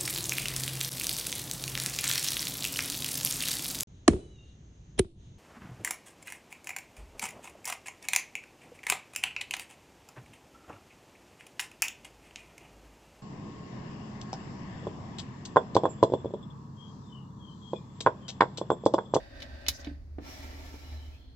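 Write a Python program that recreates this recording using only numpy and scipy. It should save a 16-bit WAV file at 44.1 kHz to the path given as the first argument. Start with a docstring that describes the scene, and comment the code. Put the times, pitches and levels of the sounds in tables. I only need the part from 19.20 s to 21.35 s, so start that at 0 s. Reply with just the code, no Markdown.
"""A key cutting machine on a workbench in a small room, close to a phone's two microphones.
Hands work the clamp: the metal jaw slides with a hollow rub, ticks, and snaps shut at 0.5 s with a
ringing clack. The carriage bumps its stops and the housing thuds. From 1 s a long gritty stick-slip
scrape swells and dies away, with more thuds and catching edges. A low motor hum throbs underneath."""
import sys
import numpy as np
from scipy import signal
from scipy.fft import rfft, irfft, next_fast_len
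from scipy.io import wavfile
from scipy.ndimage import uniform_filter1d

SR = 44100
rng = np.random.default_rng(int(sys.argv[2]) if len(sys.argv) > 2 else 0)


def master_out(mix):
    """Clip the mix to full scale and print it as 16-bit PCM to the path in sys.argv[1]."""
    frames = np.transpose(np.atleast_2d(mix))
    ceiling = np.clip(frames, -1, 1)
    pcm = np.round(ceiling * 32767).astype(np.int16)
    wavfile.write(sys.argv[1], SR, pcm)


N = 94815
T = np.arange(N) / SR
F = np.maximum(np.fft.rfftfreq(N, 1 / SR), 1)

# blows on the jaw (time [s], gain [dB], treble tilt [dB/octave], ring length [factor], attack [s],
# gain of the modes [dB])
JAW_BLOWS = [(0.2023,-23,-7,0.92,0.0013,-4),(0.2194,-17,-10,1.04,0.0019,-2.5),(0.226,-17,-8,0.79,.001,-10.5),(0.464,-15,-11.5,.9,0.0013,1),(0.4818,-9.5,-10.5,1,.0006,-6),(0.484,3.5,1.5,0.84,0.00093,-1.5),(.487,-13,-4,1,0.00017,-10.5),(0.6458,-21.5,-9.5,0.88,0.00066,0.5),(0.662,-33,-5,0.54,.001,-8.5),(.671,-26.5,-21.5,0.57,0.00089,-8)]
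# modes of the jaw (frequency [Hz], relative level [dB], t60 [s])
JAW_RESONANCES = [(2401,-15,.13),(2550,-7,.06),(3013,-2,.08),(3403,-5,.07),(3552,-7,.08),(3690,-2,.08),(3822,-9,.11),(4060,-1,.1),(4305,-2,.07),(5113,0,.08),(5914,-4,.07),(6386,-3,.05),(6895,-7,.05),(10057,-10,.05),(10760,-6,.04),(12981,-15,.07)]
# noise of a blow (frequency [Hz], relative level [dB])
CLACK_SPECTRUM = [(200,-13.5),(700,-13),(1100,-14),(1500,-13.5),(2200,-4.5),(2800,-8.5),(3600,0),(4500,0.5),(5300,-1.5),(6500,-5),(8000,-15),(9200,-23.5),(10900,-8),(12400,-13.5),(14000,-11.5),(16000,-21)]
# bumps on the housing (time [s], gain [dB], ring length [factor], knock gain [dB], push [s])
HOUSING_BUMPS = [(0.6692,6.5,1.0,-8,0.0072),(0.689,-7.5,1,-16,0.0053),(.711,-8,1.0,-18.5,0.0038),(.9838,1,0.73,3,0.0012),(1.018,-9,1,-18,0.0041),(1.089,-9.5,0.5,-4,.002),(1.539,-7.5,0.67,2.5,0.0036)]
# modes of the housing (frequency [Hz], relative level [dB], t60 [s])
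HOUSING_RESONANCES = [(165,-17,0.41),(248,-9,0.18),(286.4,2.5,0.14),(311.5,-3,0.065),(571,-17,0.02)]
# dull knock of a bump (frequency [Hz], relative level [dB])
KNOCK_SPECTRUM = [(100,-27.5),(190,-13.5),(300,7),(600,1),(1100,-9),(2400,-23.5),(4500,-37),(9000,-58)]
# course of the long scrape (time [s], level at 2 kHz [dB], treble tilt [dB/octave])
SCRAPE_STROKE = [(.97,-93,-7),(1.01,-59.5,-3),(1.065,-48,-0.5),(1.11,-48,0.5),(1.24,-48.5,0),(1.33,-51,-1),(1.46,-51,-0.5),(1.58,-53.5,0),(1.74,-53,-1),(1.87,-59.5,-1),(1.95,-62.5,-0.5),(2.05,-70.5,-2),(2.15,-87,-5)]
# its friction noise (frequency [Hz], relative level [dB])
SCRAPE_SPECTRUM = [(120,-18),(180,-12),(260,8.5),(330,-1),(450,-6.5),(750,-3.5),(1100,-9),(1500,-13),(2100,-5.5),(2800,-11),(4100,-11),(4650,-13),(5700,-12.5),(7200,-17.5),(9000,-30),(11500,-21.5),(15500,-25)]
# resonances it rings (frequency [Hz], width [Hz], lift [dB], left-right [dB])
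SCRAPE_RESONANCES = [(632,77,2,10),(755,50,2.5,4.5),(1352,45,7.7,-7.5),(1760,36,7.1,-2),(2314,62,7,-1),(2920,39,0.92,0.5),(3250,80,1.5,-0.5),(4130,120,1,-3.5),(4895,200,3,-4.5),(5560,280,1.6,-3),(7360,200,1,4.5)]
# course of the jaw's slide (time [s], level [dB])
SLIDE_STROKE = [(0,-50.5),(.09,-55.5),(.2,-49),(.28,-51.5),(.37,-51),(.44,-51.5),(.58,-51.5),(.68,-50),(.745,-60.5),(.78,-65.5),(.82,-73),(.9,-91)]
# its friction noise (frequency [Hz], relative level [dB])
SLIDE_SPECTRUM = [(100,-26),(270,4),(420,-10),(750,-6.5),(1100,-13),(2500,-12.5),(3200,-16),(4700,-14.5),(6500,-27),(9000,-37.5),(16000,-40.5)]
# resonances it rings (frequency [Hz], width [Hz], lift [dB], left-right [dB])
SLIDE_RESONANCES = [(561,50,12.4,8.5),(650,100,11,4.5),(1564,130,10,-8.5),(1843,200,12.9,-3.5),(2578,150,1,9.5),(3660,110,7.4,0.5),(4650,150,2,-3)]
# metal edges catching (peak time [s], length [s], frequency [Hz], width [Hz], level [dB])
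EDGE_CATCHES = [(.555,0.0346,5590,1790,-49.5),(0.607,0.026,5700,2000,-54.5),(0.583,0.053,12500,5990,-68.5),(1.125,0.085,5580,260,-55.5),(1.257,0.27,1950,129,-61.5),(1.63,0.36,5233,297,-69),(1.674,0.088,2934,70.7,-62.5),(1.74,0.2,3960,199,-64),(1.85,.12,3050,160,-64.5),(1.951,.04,2585,223,-64.5),(2.024,0.21,3270,447,-68.5),(2.063,0.32,4220,300,-71.5)]
# throb of the motor (time [s], level [dB], pitch [Hz])
MOTOR_THROB = [(0.0, -71, 64), (0.09, -79, 73.5), (0.14, -49.5, 71.6), (0.25, -56, 69.9),
               (0.36, -40.5, 70.5), (0.42, -73, 70.5), (0.47, -44, 72.8), (0.51, -36, 66.9),
               (0.55, -65, 73.4), (0.67, -43, 72.3), (0.76, -40, 71.9), (0.79, -56, 72.4),
               (0.93, -41, 73.18), (1.17, -55, 74.06), (1.23, -44.5, 75.1), (1.62, -50, 73.88),
               (1.75, -38.5, 74.8), (1.96, -49.5, 73.8), (2.03, -81, 73.17), (2.08, -42, 65.7),
               (2.11, -65, 61.15), (2.15, -52, 59.8)]
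# room tone (frequency [Hz], relative level [dB])
ROOM_SPECTRUM = [(20,-17.5),(35,0),(55,-1.5),(90,-8.5),(120,-9),(180,-27),(270,-15.5),(400,-28.5),(700,-32),(1200,-39.5),(1900,-39.5),(3300,-51),(4500,-43),(6500,-50),(8000,-59.5),(16000,-60.5)]
# microphone pair (frequency [Hz], likeness of the channels [0-1], left-right [dB])
MIC_PAIR = [(60,0.79,-2.2),(274,0.88,-1.5),(620,.55,-1),(1500,0,0),(4500,0,-0.5),(6000,0,-1),(7500,0.4,6),(15000,0,4.5)]

SCRAPE_LAG_S, CLACK_LAG_S = 0.00034, -0.00027  # positive reaches the left microphone first


def clacks(jaw_db=-30.5, pan_db=-1.5):
    """Each blow cracks, rattles, rings the jaw's modes and dies away in the small room."""
    out = 0
    pan = across(MIC_PAIR, col=2) + pan_db
    colour = unit(undb(across(CLACK_SPECTRUM)))
    for start, db, tilt_db, length, attack, ring_db in JAW_BLOWS:
        tilted = lambda hz: undb(db + tilt_db * np.log2(np.maximum(hz, 2500) / 4000))
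        rise = np.clip((T - start) / attack, 0, 1)
        # crack, rattle, room tail (relative level [dB], t60 [s])
        stages = [(-16.5, 0.013 * length), (-26, 0.082 * length), (-48, 0.25)]
        envelope = rise * np.sqrt(sum((undb(level) * fall(start, t60)) ** 2 for level, t60 in stages))
        modes = np.zeros((2, N))
        for hz, mode_db, t60 in JAW_RESONANCES:
            phase = 2 * np.pi * rng.random() + .7 * rng.standard_normal(2)
            gain = undb(jaw_db + ring_db + mode_db) * tilted(hz) * sides(np.interp(hz, F, pan))
            modes += gain * ring(start, hz, t60 * length, phase)
        noise = microphones(rng.standard_normal((3, N)) * envelope, colour * tilted(F), CLACK_LAG_S)
        out = out + rise * modes + noise
    return out


def thuds(housing_db=-37, knock_db=-40, pan_db=-4.0):
    """The carriage bumps its stops: a dull knock and the housing's boom, rounder for a slower push."""
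    boom, knocks = 0, 0
    for start, db, length, knock_gain_db, push in HOUSING_BUMPS:
        rise = undb(db) * np.clip((T - start) / push, 0, 1)
        for hz, mode_db, t60 in HOUSING_RESONANCES:
            boom = boom + rise * undb(housing_db + mode_db) * ring(start, hz, t60 * length, 0)
        knocks = knocks + rise * undb(knock_db + knock_gain_db) * fall(start, t60=0.08)
    return boom * sides(pan_db) + burst(knocks, undb(across(KNOCK_SPECTRUM)), SCRAPE_LAG_S)


def scrape():
    """Metal drags over metal close to the microphones, brighter while it moves fast."""
    rub = friction(SCRAPE_SPECTRUM, SCRAPE_RESONANCES,
                   grains_per_s=2200, grit=.5, uneven_db=0.6, ripple_db=2.0)
    octaves = np.clip(np.log2(F / 2000), -2, 2)
    tilt = curve(SCRAPE_STROKE, col=2)
    bands = (shape(rub, np.maximum(1 - abs(octaves - k), 0)) * undb(k * tilt) for k in range(-2, 3))
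    return undb(curve(SCRAPE_STROKE)) * sum(bands)


def slide():
    """The jaw slides along its guide with a hollow rub."""
    rub = friction(SLIDE_SPECTRUM, SLIDE_RESONANCES,
                   grains_per_s=2600, grit=.4, uneven_db=1.2, ripple_db=1.6)
    return rub * undb(curve(SLIDE_STROKE))


def friction(spectrum, resonances, grains_per_s, grit, uneven_db, ripple_db):
    """Tiny stick-slip clicks over fine hiss, ringing the resonances of the sliding part."""
    slips = rng.random(N) < grains_per_s / SR
    hiss = rng.standard_normal((3, N))
    clicks = unit(slips * rng.standard_normal((3, N)))
    drive = (hiss + grit * clicks) * undb(uneven_db * walk(80))
    lift = 1 + sum((undb(db) * sides(pan)) ** 2 / (1 + (2 * (F - hz) / width) ** 2) ** 2
                   for hz, width, db, pan in resonances)
    colour = undb(across(spectrum)) * np.sqrt(lift) * ripple(ripple_db, width_hz=30)
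    return unit(microphones(drive, colour, SCRAPE_LAG_S))


def ripple(spread_db, width_hz):
    """Fine colouring from close reflections off the bench and housing, as a random gain per frequency."""
    k = max(int(width_hz * N / SR), 1)
    bumps = uniform_filter1d(uniform_filter1d(rng.standard_normal(len(F)), k), k)
    return unit(undb(spread_db * unit(bumps)))


def scratches():
    """Metal edges catch briefly: a wide band hisses, a narrow one sings."""
    out = 0
    for peak, length, hz, width, db in EDGE_CATCHES:
        band = 1 / (1 + (2 * (F - hz) / width) ** 4) ** .5
        voice = unit(shape(rng.standard_normal((2, N)), band))
        out = out + undb(db) * voice * np.exp(-2 * ((T - peak) / length) ** 2)
    return out


def motor_hum(waver_db=0.7, lag_s=0.00055):
    """A low, throbbing motor tone, a little early at the left microphone."""
    hz = curve(MOTOR_THROB, col=2)
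    turns = np.cumsum(hz) / SR + hz * lag_s * np.array([[1], [0]])
    return np.sqrt(2) * np.sin(2 * np.pi * turns) * undb(curve(MOTOR_THROB) + waver_db * walk(25))


def room_tone(level_db=-51):
    """The steady rumble of the room behind the bench."""
    return burst(undb(level_db), undb(across(ROOM_SPECTRUM)), SCRAPE_LAG_S)


def microphones(three, gain, lag_s):
    """One shared and two separate signals, coloured, as the microphone pair hears them."""
    likeness = np.clip(across(MIC_PAIR), 0, 1)
    pan = across(MIC_PAIR, col=2)
    gain = gain * undb(np.array([pan, -pan]) / 2)
    delay = np.exp(1j * np.pi * F * lag_s * np.array([[1], [-1]]))
    shared = shape(three[0], gain * np.sqrt(likeness) * delay)
    return shared + shape(three[1:], gain * np.sqrt(1 - likeness))


def burst(envelope, gain, lag_s):
    """Coloured noise under an envelope, at the microphones."""
    return microphones(rng.standard_normal((3, N)) * envelope, unit(gain), lag_s)


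def ring(start, hz, t60, phase):
    """One decaying mode in both channels."""
    out, first = np.zeros((2, N)), int(start * SR)
    age = T[:min(N - first, int(t60 * SR * 2))]
    tone = np.sin(2 * np.pi * hz * age + np.reshape(phase, (-1, 1)))
    out[:, first:first + len(age)] = np.exp(-np.log(1000) * age / t60) * tone
    return out


def fall(start, t60):
    """Sudden onset and exponential decay."""
    return (T >= start) * np.exp(-np.log(1000) * np.maximum(T - start, 0) / t60)


def shape(x, gain):
    """Filter by a gain per frequency."""
    size = next_fast_len(N, True)
    hz = np.fft.rfftfreq(size, 1 / SR)
    bins = np.minimum(np.rint(hz * N / SR).astype(int), len(F) - 1)
    return irfft(rfft(x, size) * gain[..., bins], size)[..., :N]


def walk(rate):
    """Smooth random wander, spread near 1."""
    k = int(SR / rate)
    steps = np.repeat(rng.standard_normal(N // k + 1), k)
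    return 1.3 * uniform_filter1d(uniform_filter1d(steps, k), k)[:N]


def curve(table, col=1):
    """A column of a time table, joined by straight lines."""
    table = np.array(table)
    return np.interp(T, table[:, 0], table[:, col])


def across(table, col=1):
    """A column of a frequency table on a log axis."""
    table = np.array(table)
    return np.interp(np.log(F), np.log(table[:, 0]), table[:, col])


def sides(pan_db):
    """Left and right gains for a level difference."""
    return undb(np.array([[pan_db], [-pan_db]]) / 2)


def undb(db):
    """Decibels to gain."""
    return 10 ** (np.asarray(db) / 20)


def unit(x):
    """Scale to rms 1."""
    return x / np.sqrt(np.mean(x ** 2))


def scene():
    """Everything at the bench, heard from close by."""
    return motor_hum() + room_tone() + slide() + scrape() + scratches() + clacks() + thuds()


def record(dry):
    """The phone cuts the treble above 15.9 kHz."""
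    return signal.sosfilt(signal.ellip(10, .2, 80, 15900, fs=SR, output="sos"), dry)


dry = scene()
out = record(dry)
master_out(out)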